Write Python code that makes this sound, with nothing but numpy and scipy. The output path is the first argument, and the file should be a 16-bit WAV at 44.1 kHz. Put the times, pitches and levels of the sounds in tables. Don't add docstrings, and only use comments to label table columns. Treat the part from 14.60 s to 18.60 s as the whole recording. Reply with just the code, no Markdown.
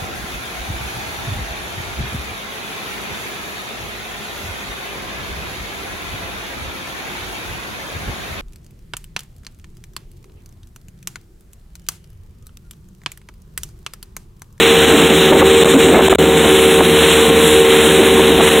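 import sys
import numpy as np
from scipy import signal
from scipy.fft import rfft, irfft, next_fast_len
from scipy.io import wavfile
from scipy.ndimage import uniform_filter1d, minimum_filter1d, map_coordinates

SR = 44100
rng = np.random.default_rng(int(sys.argv[2]) if len(sys.argv) > 2 else 0)


def master(y):
    cut = np.clip(np.atleast_2d(y).T, -1, 1)
    pcm = np.round(cut * 32767)
    wavfile.write(sys.argv[1], SR, pcm.astype(np.int16))


N = 176400


def amp(db):
    return 10 ** (np.asarray(db) / 20)


def unit(x):
    return x / np.sqrt(np.mean(x ** 2) + 1e-20)


def curves(rows):
    times, *columns = np.transpose(rows)
    return [np.interp(np.arange(N) / SR, times, column) for column in columns]


def wobble(rate):
    knots = rng.standard_normal(int(N * rate / SR) + 4)
    return map_coordinates(knots, [np.arange(N) * rate / SR], mode="nearest")


def swells(rows):
    t = np.arange(N) / SR
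    return sum(amp(db) * np.exp(-2 * ((t - peak) / length) ** 2) for peak, length, db in rows)


def filtered(x, response):
    size = next_fast_len(N + SR // 4)
    return irfft(rfft(x, size) * response(np.fft.rfftfreq(size, 1 / SR)), size)[:N]


def equalised(x, points):
    freqs, db = np.transpose(points)
    return filtered(x, lambda hz: amp(np.interp(np.log(hz + 1), np.log(freqs + 1), db)))


def noise(spectrum):
    return unit(equalised(rng.standard_normal(N), spectrum))


def limiter(x, ceiling, look_s=0.001, release_s=0.011):
    window = int(look_s * SR)
    excess = -np.log(minimum_filter1d(ceiling / np.maximum(np.abs(x), ceiling), window))
    leak = np.arange(N) / (release_s * SR)
    reduction = np.exp(np.maximum.accumulate(np.log(excess + 1e-9) + leak) - leak)
    return x * np.exp(-uniform_filter1d(reduction, window))


# start t/s, length/s, gain above the bass/dB
CHOKES = [(1.038, 0.0064, -27.5), (1.05, .003, -19), (1.488, 0.0079, -25), (1.541, .006, -22),
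          (1.559, 0.025, -45)]

def choke(x, edge_s=0.0026, pass_hz=130):
    t = np.arange(N) / SR
    shut_db = np.zeros(N)
    for start, length, db in CHOKES:
        inside_s = np.minimum(t - start, start + length - t)
        shut_db += db * np.clip(inside_s / edge_s + 0.5, 0, 1)
    bass = filtered(x, lambda hz: 1 / (1 + (hz / pass_hz) ** 6))
    return (x - bass) * amp(shut_db) + bass * amp(0.16 * shut_db)


# peak t/s, length/s, low buffet level/dB, harsh rasp level/dB
GUSTS = [(0.334, 0.057, -13, -18), (.425, 0.033, -13, -25), (.515, 0.038, -16.5, -18),
         (0.725, 0.013, -11, -5), (0.763, 0.019, -13, -14.5), (0.822, 0.017, -8, -5.5),
         (1.068, .018, -11, -6.5), (1.158, 0.026, -4.5, -11), (1.31, 0.079, -11, -22),
         (1.363, 0.032, -13, -8.5), (1.409, 0.021, -11.5, -5), (1.528, 0.0073, -7, -1),
         (1.656, 0.1, -19.5, -26), (1.858, 0.033, -11, -14), (2.207, 0.019, -11.5, -9),
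         (2.70, 0.026, -18.5, -22), (3.41, 0.037, -12.5, -18), (3.593, 0.047, -15, -18),
         (3.713, 0.034, -12, -34), (3.797, .02, -11, -11)]
# peak t/s, length/s, level/dB
THUDS = [(.8, .06, -28), (1.52, 0.032, -29), (2.2, .04, -32), (3.425, .025, -18), (3.78, .05, -26)]
# f/Hz, relative level/dB
BUFFET_SPECTRUM = [(20, -28), (60, -11), (120, -18.5), (170, -2.5), (280, 5.5), (430, -0.5), (650, -10),
                   (1100, -19.5), (4000, -43)]
RASP_SPECTRUM = [(100, -34), (350, -6), (600, 2.5), (900, -2), (1300, -7), (2000, -12), (4000, -24),
                 (10000, -54)]
THUD_SPECTRUM = [(15, -15), (45, -7), (90, -18), (200, -14), (1000, -60)]

def wind(breeze_db=-25.5, push_db=-8, blast_lead_s=0.0029, blast_s=0.0023, blast_db=-4.5):
    low = swells([(peak, length, db) for peak, length, db, _ in GUSTS])
    harsh = swells([(peak, length, db) for peak, length, _, db in GUSTS])
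    blasts = swells([(start - blast_lead_s, blast_s, blast_db) for start, _, _ in CHOKES])
    buffet = unit(amp(2 * wobble(rate=140)) * noise(BUFFET_SPECTRUM))
    rasp = unit(amp(5 * wobble(rate=200)) * noise(RASP_SPECTRUM))
    push = amp(push_db) * harsh
    thuds = swells(THUDS) * noise(THUD_SPECTRUM)
    return (amp(breeze_db) + low) * buffet + (harsh + blasts) * rasp + push + thuds


# f/Hz, relative level/dB
HULL_SPECTRUM = [(20, -35), (40, -22), (60, -9.5), (80, -7), (100, -7.5), (122, -36), (145, -12.5),
                 (166, 7.5), (188, -4), (235, -3.5), (330, 0), (430, 1.5), (520, -5.5), (620, -14.5),
                 (900, -10.5), (2000, -32)]

def hull(level_db=-18):
    return amp(level_db + 0.4 * wobble(rate=13)) * noise(HULL_SPECTRUM)


def patchy(x, depth_db=0.78, patch_hz=600, patch_s=0.11):
    frame, hop = 512, 256
    spectrogram = signal.stft(x, nperseg=frame)[2]
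    patches = rng.standard_normal(spectrogram.shape)
    patches = uniform_filter1d(patches, int(patch_hz * frame / SR), axis=0)
    patches = uniform_filter1d(patches, int(patch_s * SR / hop), axis=1)
    return signal.istft(spectrogram * amp(depth_db * unit(patches)), nperseg=frame)[1][:N]


def water(spectrum, drops_per_s=2100, patter_db=-10.5, spread_db=8.5):
    hits = rng.random(N) < drops_per_s / SR
    sizes = amp(spread_db * np.minimum(rng.exponential(size=N), 5))
    signs = np.sign(rng.standard_normal(N))
    patter = amp(patter_db) * unit(hits * sizes * signs)
    flow = patchy(rng.standard_normal(N))
    return unit(equalised(flow + patter, spectrum))


# t/s, relative level/dB of rush, spray and mist
WASH_LEVELS = [
    [(0.0, -16.5, -27.5, -35.5), (0.568, -21, -29.5, -36), (0.654, -18.5, -34, -35), (0.76, -28, -35, -48),
     (0.798, -20.5, -30, -37), (0.834, -28, -42, -53), (0.858, -23, -30, -47), (1.03, -19.5, -25, -39),
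     (1.04, -16.5, -30, -34), (1.06, -21, -26, -40), (1.15, -21, -26.5, -35), (1.158, -28, -31, -50),
     (1.206, -18.5, -26, -36), (1.292, -22.5, -28, -48), (1.408, -25, -36, -50), (1.452, -21, -31, -33),
     (1.47, -21.5, -28, -35)],
    [(1.63, -25.5, -34, -45), (1.75, -25, -36, -40), (1.78, -23, -31, -35.5), (2.12, -21, -29, -28.5),
     (2.21, -27, -35, -35), (2.24, -23, -38, -31.5), (2.52, -17.5, -26, -29), (2.69, -22, -32, -31),
     (2.72, -24.5, -38, -38), (2.88, -19.5, -24.5, -25.5), (3.09, -24, -35.5, -35),
     (3.11, -19.5, -31.5, -31), (3.27, -20.5, -27.5, -29), (3.77, -23, -37, -35), (3.88, -19, -26, -29),
     (3.97, -22, -33.5, -31), (4.0, -22, -35, -31)],
]
# f/Hz, relative level/dB
RUSH_SPECTRUM = [(200, -23), (600, -3), (1000, -0.5), (1500, 1.5), (2200, 1.5), (3000, 3.5), (3800, 3.5),
                 (5600, -7.5), (6400, -8.5), (8000, -22.5), (12500, -24.5), (14000, -19), (15600, -21)]
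# f/Hz, relative level/dB
SPRAY_SPECTRUM = [(3000, -40), (5500, -22), (6400, -7), (7100, 3), (8600, 2), (9800, -8), (12000, -25),
                  (16000, -38)]
MIST_SPECTRUM = [(5000, -38), (8300, -2), (9700, 0), (11500, -4), (13000, -13.5), (15600, -25)]

def wash():
    rush_db, spray_db, mist_db = curves(np.vstack(WASH_LEVELS))
    churn_db = 0.51 * wobble(rate=21.99)
    rush = amp(rush_db + 6) * water(RUSH_SPECTRUM)
    spray = amp(spray_db + 1) * water(SPRAY_SPECTRUM)
    mist = amp(mist_db + 1.5) * water(MIST_SPECTRUM)
    return amp(churn_db) * (rush + spray + mist)


# t/s, f/Hz
SHAFT_SPEED = [(0.0, 76.6), (0.75, 76.2), (0.78, 77.2), (1.54, 76.3), (3.89, 76.5), (4.0, 75.7)]
# multiple of the shaft speed, relative level/dB
WEAK_TONES = [(1, -17), (2, -21.5), (3, -13.5), (4, -11.5), (7, -14.5), (8, -27.5), (10, -15.5), (12, -25),
              (14, -21), (22, -26)]
# t/s, fifth and sixth multiple relative level/dB
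DRONE_LEVELS = [(0.0, -17.5, -15.5), (0.15, -20, -14.5), (0.18, -22, -14), (0.76, -17.5, -20),
                (0.98, -14.5, -11), (1.12, -17, -16), (1.17, -32, -15.5), (1.21, -17, -13),
                (1.53, -12, -22), (1.57, -20, -28), (1.6, -16, -21.5), (1.73, -14, -14.5), (1.77, -30, -17),
                (1.94, -12.5, -17.5), (2.17, -17.5, -15.5), (2.21, -26, -24), (2.27, -18, -17),
                (2.88, -28.5, -15), (2.97, -16, -12.5), (3.4, -17.5, -17.5), (3.68, -16, -19),
                (3.72, -26, -18.5), (3.79, -17.5, -19.5), (4.0, -19, -16)]

def motor(weak_db=-13, speed_jitter=0.0015, waver_db=1, waver_rad=0.07, wavers_per_s=7.6):
    shaft_hz, = curves(SHAFT_SPEED)
    fifth_db, sixth_db = curves(DRONE_LEVELS)
    shaft_angle = 2 * np.pi * np.cumsum(shaft_hz * (1 + speed_jitter * wobble(rate=14))) / SR
    tones = [(multiple, weak_db + db) for multiple, db in WEAK_TONES]
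    tones += [(5, fifth_db + 0.5), (6, sixth_db + 2)]
    drone = np.zeros(N)
    for multiple, db in tones:
        rms = amp(db + waver_db * wobble(wavers_per_s))
        phase = waver_rad * wobble(wavers_per_s) + rng.uniform(0, 2 * np.pi)
        drone += np.sqrt(2) * rms * np.sin(multiple * shaft_angle + phase)
    return drone


def scene():
    return np.tile(motor() + hull() + wash() + wind(), (2, 1))


# f/Hz, gain/dB
MIC_RESPONSE = [(3950, 1), (4120, -6), (4300, -13.5), (4400, -31), (4750, -35), (5100, -19.5), (5600, -7),
                (6400, -3), (7000, 2.5)]

def record(dry, low_cut_hz=32, top_hz=15800):
    x = limiter(dry[0], ceiling=1.0)
    x = filtered(x, lambda hz: 1 - 1 / (1 + (hz / low_cut_hz) ** 4))
    x = equalised(choke(x), MIC_RESPONSE)
    x = limiter(x, ceiling=0.95)
    x = filtered(x, lambda hz: hz < top_hz)
    return np.tile(x, (2, 1))


dry = scene()
out = record(dry)
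master(out)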